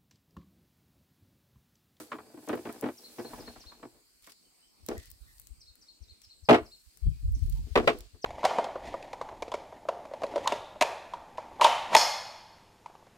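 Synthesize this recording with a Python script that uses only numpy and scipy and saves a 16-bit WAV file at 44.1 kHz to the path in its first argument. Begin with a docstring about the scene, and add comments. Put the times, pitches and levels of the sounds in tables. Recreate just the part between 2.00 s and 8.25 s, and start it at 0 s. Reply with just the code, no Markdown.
"""On an open hillside a long hollow bamboo pole is dragged off a pile, swung round and knocked against a frame.
Clicks of contact set off the pole's fading tones; sparse clicks and noise make dry leaves rustle and snap.
Filtered noise and short low waves make wind puff at the microphones, and noise in drifting patches makes the
quiet air and far insects. Wavering tones along pitch curves make a small bird's two-note song and farther calls."""
import sys
import numpy as np
from scipy import signal
from scipy.fft import rfft, irfft
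from scipy.io import wavfile
from scipy.ndimage import uniform_filter1d, map_coordinates

SR = 44100
rng = np.random.default_rng(int(sys.argv[2]) if len(sys.argv) > 2 else 0)


def bounce(signal):
    """Save signal as a 16-bit WAV file at the path given by the first command-line argument."""
    frames = np.transpose(np.atleast_2d(signal))
    limited = np.clip(frames, -1, 1)
    pcm = np.round(limited * 32767).astype(np.int16)
    wavfile.write(sys.argv[1], SR, pcm)


N = 275625

# Blows and bounces of the pole: [t/s, strength as base level/dB, hardness as clack over hollow thud level/dB,
# favoured f/Hz]
KNOCKS = [(0.0, -51.5, -5.5, 350), (.118, -44.5, 9, 1140), (.135, -54, -18.5, 310), (.184, -52.5, -4, 1250),
          (.341, -57.5, -18.5, 320), (.373, -56.5, -10, 310), (.426, -61.5, -11, 310),
          (.476, -47.5, -10.5, 320), (.493, -38, -5, 310), (.53, -37.5, -10, 350), (.573, -49.5, -5.5, 360),
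          (.654, -43, -5.5, 355), (.69, -46.5, -4.5, 240), (.825, -42, -13.5, 490), (.839, -41, -8, 245),
          (.859, -43, -8, 300), (.886, -47, -7, 300), (1.184, -44, -9, 360), (1.201, -53, -8, 350),
          (1.247, -50.5, -11, 430), (1.304, -59, -11, 310), (1.333, -50, -2.5, 990),
          (1.402, -63.5, -27, 240), (1.477, -50.5, -3, 235), (1.559, -56.5, -1, 740), (1.638, -71, 8, 1200),
          (1.718, -61, 3, 1050), (1.829, -50, -5.5, 1090), (1.846, -59.5, -19, 300),
          (2.273, -60.5, 5, 1945), (2.887, -41.5, -10.5, 350), (2.913, -45.5, -8, 590),
          (2.95, -56, -12.5, 240), (4.488, -23, -3, 715), (4.494, -25.5, -4, 420), (4.508, -22.5, -10, 665),
          (4.528, -28, -2.5, 700), (4.544, -32.5, 8, 310), (4.594, -57, -19, 363), (4.621, -68.5, 4, 2200),
          (5.666, -65, -21, 250), (5.756, -24.5, -0.5, 420), (5.774, -28.5, -7, 450),
          (5.827, -46.5, -12, 460), (5.875, -25, 9.5, 660), (5.89, -38, -14, 435),
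          (5.945, -61.5, -27.5, 450), (6.145, -67, -9, 440), (6.244, -33.5, 4.5, 575)]
# Ring of the pole walls and of the air between the nodes: [f/Hz, relative level/dB, time to fall 60 dB t/s]
POLE_MODES = [(85, -22.5, 0.28), (120.2, -14, 0.17), (241.8, 3, 0.073), (307, 0, 0.11), (355.3, -1, 0.12),
              (426.4, -1, 0.13), (498.8, -6, 0.12), (581, 10, 0.017), (680, -1.5, 0.065), (729.6, 0, 0.035),
              (853, 2, 0.024), (1013, 4, 0.017), (1155, -4, 0.035), (1260, -3.5, 0.032), (1390, -6.5, 0.03),
              (1505, -4.5, 0.028), (1718, -4.5, 0.017), (1951, -11.5, 0.037), (2193, -10, 0.033),
              (2293, -9.5, .04)]
# Tone colour of the dry crack of the contact itself: [f/Hz, relative level/dB per Hz]
CRACK_COLOUR = [(1350, -26), (2300, 3), (4660, -13), (6990, -24.5), (7640, -21.5), (10300, -30.5),
                (15000, -35), (16000, -37.5)]
# Pole sliding over the pile: [t/s, pressure as base level/dB]
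DRAG = [(0.0, -73), (0.15, -63), (0.56, -71), (0.74, -56.5), (0.92, -73), (1.17, -65), (1.4, -54.5),
        (1.57, -73.5), (1.8, -70), (1.98, -73), (2.1, -106)]
# The knocking end moves from the middle to the right, then to the left: [t/s, lag of the left ear/samples]
SWING = [(0, 0), (2.2, 2), (2.9, 8), (4.5, 8), (5.6, -7), (6.25, -8)]
# Dry leaves stirred: [t/s, fine hiss level/dB, coarser crackle over the hiss level/dB]
RUSTLE = [(0.0, -50, -4), (0.08, -66, -4), (0.3, -69, -9), (0.5, -59, -6.5), (0.63, -62, -1.5),
          (0.73, -59.5, -2), (0.85, -63, -6), (1.34, -56.5, -3.5), (1.64, -71, 8), (2.05, -72, -15),
          (2.82, -77, -19), (2.89, -67.5, 10.5), (3.03, -73, 6), (3.38, -63, -35), (3.78, -87, 1),
          (4.14, -84, 11), (4.47, -76, -12), (4.65, -69, -12), (5.28, -72, -1.5), (5.5, -69.5, -6.5),
          (5.88, -74.5, 19), (6.25, -86, 8)]
# Feet or the pole end brushing dry leaves: [t/s, length t/s, base level/dB]
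SCUFFS = [(2.215, .13, -66), (2.97, .13, -67), (5.33, .3, -70), (4.21, .05, -72)]
# Dry leaves and fibres snapping: [t/s, base level/dB at the start, centre f/Hz]
SNAPS = [(0.469, -51, 8230), (0.4882, -38, 7600), (0.556, -43.5, 15500), (0.726, -40, 8300),
         (0.811, -39, 15500), (1.2442, -54, 8080), (1.3398, -48, 10000), (2.224, -59, 8340),
         (2.242, -70, 6700), (2.273, -56, 7740), (2.32, -51, 5180), (2.8636, -34.5, 14900),
         (2.8872, -29.5, 5030), (2.98, -40, 6640), (3.057, -48, 12100), (3.103, -41, 14540),
         (3.115, -41.5, 12300), (3.3986, -45, 14500), (3.417, -49, 12000), (3.3827, -57, 6400),
         (3.471, -50.5, 6500), (3.7554, -50.5, 11760), (4.2176, -53, 6040), (4.973, -50.5, 8360),
         (5.322, -53, 12500), (5.4973, -43, 12800), (5.5253, -45, 5300), (5.9878, -44, 10100),
         (6.007, -39, 4700)]
# Slow rise and fall of the wind rumble: [t/s, level/dB]
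BREEZE = [(0.0, -81), (1.22, -79), (1.38, -54.5), (1.62, -69), (2.05, -73.5), (2.73, -83), (2.91, -46.5),
          (3.15, -62), (3.7, -66.5), (3.93, -79.5), (4.42, -73), (4.59, -54.5), (4.92, -81), (5.07, -28.5),
          (5.19, -43.5), (5.45, -29), (5.65, -43), (5.81, -38.5), (6.08, -57), (6.25, -68.5)]
# Tone colour of the wind rumble: [f/Hz, relative level/dB per Hz]
GUST_COLOUR = [(12, -44.5), (20, -20), (43, 2), (74, -8.5), (155, -16), (187, -32), (225, -28),
               (600, -58.5), (780, -90), (1320, -120)]
# Gusts at the microphones: [t/s, base level/dB, left over right level/dB]
PUFFS = [(1.496, -48, 8), (1.67, -48, 44), (2.839, -49.5, 32), (2.949, -44, 14), (2.985, -35, 2),
         (3.223, -42.5, -35), (3.517, -39, 53), (3.708, -53.5, 38), (4.021, -40, 57), (4.124, -49, -24),
         (4.436, -42.5, 15), (4.625, -39.5, 9), (4.877, -50.5, -50), (5.037, -24.5, 24), (5.081, -21, 7),
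         (5.204, -38.5, 4), (5.255, -20.5, 3), (5.286, -22, -3), (5.319, -24, -8), (5.345, -19, -6.5),
         (5.428, -18, 23), (5.507, -35, 23), (5.613, -30.5, 5.5), (5.648, -30.5, 10), (5.722, -28, 22),
         (5.984, -44.5, -5), (6.144, -44, 24)]
# Tone colour of the quiet air and the far insects: [f/Hz, relative level/dB per Hz]
AIR_COLOUR = [(76, -27), (130, -4), (166, -9), (211, 5), (303, -5), (720, -11.5), (1780, -14.5),
              (2360, -9.5), (3530, -13.5), (4500, -1.5), (6090, -14), (8400, -5), (9870, -19), (15100, -17),
              (16000, -21)]
# Song phrases: [start t/s, pairs of notes, falling note base level/dB, arched note base level/dB]
SONG = [(.964, 4, -56, -52.5), (3.594, 6, -58, -57), (6.21, 1, -51, -60)]
# Faint far calls: [t/s, length t/s, start f/Hz, end f/Hz, base level/dB]
FAR_CALLS = [(2.433, 0.048, 3070, 3050, -75), (2.614, 0.055, 2960, 3190, -70),
             (2.961, 0.03, 1840, 1944, -53.5), (3.258, 0.066, 1955, 1804, -65),
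             (5.027, 0.062, 3225, 3240, -70), (5.102, 0.046, 2520, 2390, -69), (5.52, 0.091, 857, 935, -71),
             (5.521, 0.039, 3150, 3060, -71)]
# Thin falling chirps of a farther bird: [start t/s, chirps, start f/Hz, base level/dB]
CHIRPS = [(2.419, 6, 6400, -77.5), (5.341, 1, 7600, -56)]

THUD_TOP_HZ, RING_TOP_HZ = 530, 920  # the pole's tones are split here into thud, ring and clack
RING_DB, RING_GROWTH, FIRM_DB = -0.5, 0.12, -39  # blows stronger than FIRM_DB ring more, weaker ones less
CHATTER_S, CRACK_DB, CRACK_GROWTH = 0.015, -7.5, 0.18  # crack level is relative to the clack
SPOT_DB, SPOT_OCTAVES = 6.5, 0.22  # the spot that is struck favours the modes near one pitch
DRAG_LAYERS_DB = [4.5, 0, -4, -12]  # thud, ring, clack, crack
SNAP_PAN_DB, SNAP_SCATTER_DB = 6.5, 9  # left over right
EDDY_HZ, ONE_PORT_HZ_PER_DB, EDDY_SCATTER = 70, -0.23, 0.15  # eddies caught by one port alone are slower
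SMALL_FROM_S, SMALL_TO_S, SMALL_DB, SMALL_PAN_DB = 2.75, 4.95, -58, 22  # lesser eddies at random moments
AIR_DB = -66.5
FALL_S, FALL_TOP_HZ, FALL_DROP_HZ, FALL_BEND, FALL_SWELL = 0.035, 6280, 2680, 2, 1.8
ARCH_S, ARCH_TOP_HZ, ARCH_DEPTH_HZ = 0.045, 4334, 950
REPEAT_S, FALL_TO_ARCH_S = 0.2095, 0.066
CHIRP_S, CHIRP_END_HZ, CHIRP_REPEAT_S = 0.021, 4420, 0.128
EDGE_HZ = 15900


def amp(db):
    """Turns decibels into a plain multiplier."""
    return 10 ** (np.asarray(db) / 20)


def evened(x):
    """Scales a sound to an average strength (rms) of one."""
    return x / np.sqrt(np.mean(x ** 2) + 1e-20)


def read(points, hz):
    """Reads a spectrum table between its points, along a logarithmic pitch axis."""
    f, value = np.transpose(points)
    return np.interp(np.log(hz + 1), np.log(f + 1), value)


def follow(rows):
    """Columns of a curve table, one value a sample."""
    s, *columns = np.transpose(rows)
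    return [np.interp(np.arange(N) / SR, s, c) for c in columns]


def add(mix, s, sound):
    """Lays a sound into the mix at a moment, cut at the end of the mix."""
    part = mix[:, round(s * SR):][:, :sound.shape[-1]]
    part += sound[..., :part.shape[1]]


def panned(db):
    """Left and right multipliers for a level difference, left over right."""
    return amp(np.array([[db / 2], [-db / 2]]))


def coloured(x, points):
    """Filters by a spectrum."""
    return irfft(rfft(x) * amp(read(points, np.fft.rfftfreq(x.shape[-1], 1 / SR))), x.shape[-1])


def grains(per_s, spread_db):
    """Sparse clicks of either sign, a few of them large, other ones in each ear."""
    size = amp(spread_db * np.minimum(rng.exponential(1, (2, N)), 5))
    size *= rng.choice([-1, 1], (2, N))
    return evened(size * (rng.random((2, N)) < per_s / SR))


def ring(lo_hz, hi_hz, spot_hz=1, spot_db=0):
    """Answer of the modes in a range to one click; energy 1 before the struck spot favours some modes."""
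    hz, db, t60 = np.array([mode for mode in POLE_MODES if lo_hz < mode[0] < hi_hz]).T[..., None]
    t = np.arange(6000) / SR
    onset = 1 - np.exp(-t / 0.00081)
    modes = amp(db - 60 * t / t60) * np.sin(2 * np.pi * hz * t) * onset
    modes[::2] *= -1  # every other mode starts the opposite way
    favour = amp(spot_db * np.exp(-(np.log2(hz / spot_hz) / SPOT_OCTAVES) ** 2))
    return ((favour * modes).sum(0) / np.linalg.norm(modes.sum(0)))[None]


def pole_layers(crack, spot_hz=1, spot_db=0):
    """Stacks the pole's thud, ring and clack answers to a click over its dry crack."""
    edges_hz = [0, THUD_TOP_HZ, RING_TOP_HZ, SR]
    bands = [ring(lo, hi, spot_hz, spot_db) for lo, hi in zip(edges_hz[:-1], edges_hz[1:])]
    return np.vstack(bands + [crack])[:, None]


def contact_crack():
    """A coloured click, faded on both sides and given energy 1."""
    click = coloured(np.roll(np.eye(1, 6000), 60), CRACK_COLOUR)
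    click *= np.exp(-((np.arange(6000) - 60) / 40) ** 2)
    return click / np.linalg.norm(click)


def knocks(contacts, shares, crack):
    """Every blow is one hard contact and a short chatter of lesser ones that drive the modes of the pole."""
    sound = np.zeros((3, N))
    padded = np.pad(contacts, ((0, 0), (0, 8000)))
    t = np.arange(8000) / SR
    decay = np.exp(-t / CHATTER_S) + 0.014 * np.exp(-t / 0.065)  # the pile scatters a tail
    for s, db, hard_db, spot_hz in KNOCKS:
        struck = pole_layers(crack, spot_hz, SPOT_DB)
        force = decay * padded[:, round(s * SR):][:, :8000]
        force[0, 0] = 11.0  # the hard contact
        layers = signal.fftconvolve(shares * force, struck, axes=2)
        energy = np.sqrt((layers[:, :2] ** 2).sum((1, 2)) / (CHATTER_S * SR + 300))
        over_firm_db = db - FIRM_DB
        thud_db, clack_db = db - hard_db / 2, db + hard_db / 2
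        ring_db = db + RING_DB + RING_GROWTH * over_firm_db
        crack_db = clack_db + CRACK_DB + CRACK_GROWTH * over_firm_db
        levels = amp([thud_db, ring_db, clack_db, crack_db])
        levels *= np.linalg.norm(struck[:, 0], axis=1) / energy
        add(sound, max(s - .0012, 0), np.tensordot(levels, layers, 1))
    return sound


def drag(contacts, shares, crack):
    """Sliding makes a stream of small contacts, each of which sets off the pole's tones."""
    moving = np.arange(N) < DRAG[-1][0] * SR
    sliding = amp(follow(DRAG)[0]) * moving * contacts
    sound = np.zeros((3, N))
    for answer, share, db in zip(pole_layers(crack), shares, DRAG_LAYERS_DB):
        sound += signal.oaconvolve(sliding * share * amp(db), answer, axes=1)[:, :N]
    return sound


def pole():
    """Knocks and drag share one stream of contacts; a changing lag between the ears moves the common part."""
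    contacts = np.vstack([grains(700, 3.73)[:1], grains(4000, 1.9)])  # heard by both ears, by left, by right
    apart = np.array([.1, .15, .5, .7])  # share of each layer that differs between the ears
    shares = np.sqrt([1 - apart, apart, apart]).T[..., None]
    crack = contact_crack()
    sound = knocks(contacts, shares, crack) + drag(contacts, shares, crack)
    sound = signal.sosfilt(signal.butter(2, 75, "high", fs=SR, output="sos"), sound)
    half_lag = follow(SWING)[0] / 2
    ears = [map_coordinates(sound[0], [np.arange(N) + side * half_lag], order=3, mode="nearest")
            for side in (-1, 1)]
    return (np.array(ears) + sound[1:]) * panned(0.45)


def scuffs(brushed):
    """Short stretches of leaf crackle whose level wavers as the brushing catches and slips."""
    out = np.zeros((2, N))
    uneven = amp(4.3 * evened(uniform_filter1d(rng.standard_normal(N), 300)))
    for s, length, db in SCUFFS:
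        brush = (brushed * uneven)[:, round(s * SR):][:, :round(length * SR)]
        add(out, s, amp(db) * brush * signal.windows.tukey(brush.shape[1], .5))
    return out


def snaps():
    """Each snap is a burst of coloured noise that dies at once, over a weaker, longer tail."""
    out = np.zeros((2, N))
    t = np.arange(900) / SR
    fade = np.exp(-t / .0012) + .07 * np.exp(-t / .014)
    noise = rng.standard_normal((len(SNAPS), 2, 900))
    pans_db = SNAP_PAN_DB + SNAP_SCATTER_DB * rng.standard_normal(len(SNAPS))
    for (s, db, hz), pan_db, n in zip(SNAPS, pans_db, noise):
        burst = evened(coloured(n, [(hz / 6, -22), (hz / 2, -9), (hz, 0), (hz * 2, -6)]))
        add(out, s, amp(db) * panned(pan_db) * burst * fade)
    return out


def leaves():
    """Fine crackle under the feet and the pole: clicks and noise in a high and a low band, with single snaps."""
    fine_db, coarse_over_fine_db = follow(RUSTLE)
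    crackle = grains(5000, 2.8) + .5 * rng.standard_normal((2, N))
    high = evened(coloured(crackle, [(3000, -28.5), (8000, -3), (12000, -3), (16000, -7.0)]))
    low = evened(coloured(crackle, [(900, -14), (2500, -5.5), (5000, -3.5), (9000, -16.5), (12000, -21.0)]))
    rustle = amp(fine_db) * (high + amp(coarse_over_fine_db) * low)
    return rustle + scuffs(0.49 * high + low) + snaps()


def eddies():
    """Single eddies at the microphone ports: low waves of a cycle or two that swell and fade."""
    out = np.zeros((2, N))
    small = rng.uniform([SMALL_FROM_S, SMALL_DB - 5, -SMALL_PAN_DB],
                        [SMALL_TO_S, SMALL_DB + 4, SMALL_PAN_DB], size=(14, 3))
    puffs = np.vstack([PUFFS, small])
    phases, chances = rng.random((len(puffs), 2, 1)), rng.standard_normal(len(puffs))
    for (s, db, pan_db), phase, chance in zip(puffs, phases, chances):
        hz = (EDDY_HZ + ONE_PORT_HZ_PER_DB * abs(pan_db)) * (1 + EDDY_SCATTER * chance)
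        turns = np.arange(-round(3 * SR / hz), round(3 * SR / hz)) * hz / SR
        eddy = np.sin(2 * np.pi * (turns + phase))
        eddy = eddy + 0.085 * eddy ** 3  # sharper crests add a rasp above
        swell = np.exp(-(turns / np.where(turns < 0, .6, .9)) ** 2)
        ports = panned(pan_db) / np.sqrt(np.mean(panned(pan_db) ** 2))
        add(out, s - 3 / hz, amp(db) * ports * eddy * swell)
    return out


def wind():
    """Lumpy rumble of low noise, unrelated at the two ports, with single eddies."""
    lumps = evened(uniform_filter1d(uniform_filter1d(rng.standard_normal((2, N)), 900), 900))
    lumpy = rng.standard_normal((2, N)) * amp(6.23 * lumps)
    rumble = evened(coloured(lumpy, GUST_COLOUR)) * amp(follow(BREEZE)[0])
    return rumble + eddies()


def hillside():
    """Far insects in two bands over the quiet air: noise whose level drifts in patches of time and pitch."""
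    frames, hz = N // 128 + 5, np.fft.rfftfreq(512, 1 / SR)
    a, b, patches = rng.standard_normal((frames, 257, 2, 3)).T
    patches = evened(uniform_filter1d(uniform_filter1d(patches[0], 8, 0), 30, 1))
    z = (a + 1j * b) * amp(read(AIR_COLOUR, hz)[:, None] + 2.8 * patches)
    air = signal.istft(z, nperseg=512, noverlap=384)[1][:, :N]
    return amp(AIR_DB) * evened(air)


def whistle(track, db, fuzz=0.4, smooth=120, swell=1):
    """A near sine along a pitch track, wavering in strength and phase; swell over 1 peaks late."""
    s, hz = np.transpose(track)
    t = np.arange(0, s[-1], 1 / SR)
    pitch = uniform_filter1d(np.interp(t, s, hz), size=200, mode="nearest")
    drift = uniform_filter1d(uniform_filter1d(rng.standard_normal((2, 6000)), smooth), smooth)
    a, b = evened(drift)[:, :len(t)]
    waver = (1 + fuzz * (a + 1j * b)) / np.sqrt(1 + 2 * fuzz ** 2)
    tone = waver * np.exp(2j * np.pi * np.cumsum(pitch) / SR)
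    return amp(db) * np.sqrt(2) * tone.real * np.sin(np.pi * (t / s[-1]) ** swell)


def song(dry):
    """Repeats a pair of notes: one falls ever faster in pitch, the other arches up and down."""
    u = np.linspace(0, 1, num=9)
    fall = np.transpose([u * FALL_S, FALL_TOP_HZ - FALL_DROP_HZ * u ** FALL_BEND])
    arch = np.transpose([u * ARCH_S, ARCH_TOP_HZ - ARCH_DEPTH_HZ * (2 * u - 1) ** 2])
    for start, pairs, fall_db, arch_db in SONG:
        for k in range(round(pairs)):
            s = start + k * REPEAT_S
            add(dry, s, whistle(fall, fall_db, fuzz=.6, swell=FALL_SWELL))
            add(dry, s + FALL_TO_ARCH_S, whistle(arch, arch_db))


def far_birds(dry):
    """Blurred calls and thin falling chirps, each a whistle gliding between two pitches."""
    for s, length, start_hz, end_hz, db in FAR_CALLS:
        add(dry, s, whistle([(0, start_hz), (length, end_hz)], db, fuzz=1.2, smooth=140))
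    for start, chirps, start_hz, db in CHIRPS:
        for k in range(round(chirps)):
            add(dry, start + k * CHIRP_REPEAT_S, whistle([(0, start_hz), (CHIRP_S, CHIRP_END_HZ)], db))


def tree_echoes(dry):
    """Smears a sound over fading noise, as many small echoes off the trees do."""
    t = np.arange(12000) / SR
    trees = rng.standard_normal((2, 12000)) * amp(-60 * t / 0.41) * np.minimum(t / 0.0065, 1)
    return signal.fftconvolve(dry, trees / np.linalg.norm(trees[0]), axes=1)[:, :N]


def birds():
    """The song and the far calls, smeared by echoes off the trees."""
    dry = np.zeros((1, N))
    song(dry)
    far_birds(dry)
    late = np.pad(dry, ((0, 0), (9, 0)))[:, :N]  # to one side: it reaches the right ear 9 samples later
    return np.vstack([dry, late]) * panned(1.1) + amp(-1) * tree_echoes(dry)


def scene():
    """Adds up everything heard on the hillside."""
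    return pole() + leaves() + wind() + hillside() + birds()


def record(dry):
    """The loudest peaks round off in the preamplifier; then a filter removes the treble above EDGE_HZ."""
    rounded = .85 * np.tanh(dry / .85)
    band_limit = signal.firwin(511, EDGE_HZ, window=("kaiser", 9), fs=SR)
    return signal.oaconvolve(rounded, band_limit[None], "same")


dry = scene()
out = record(dry)
bounce(out)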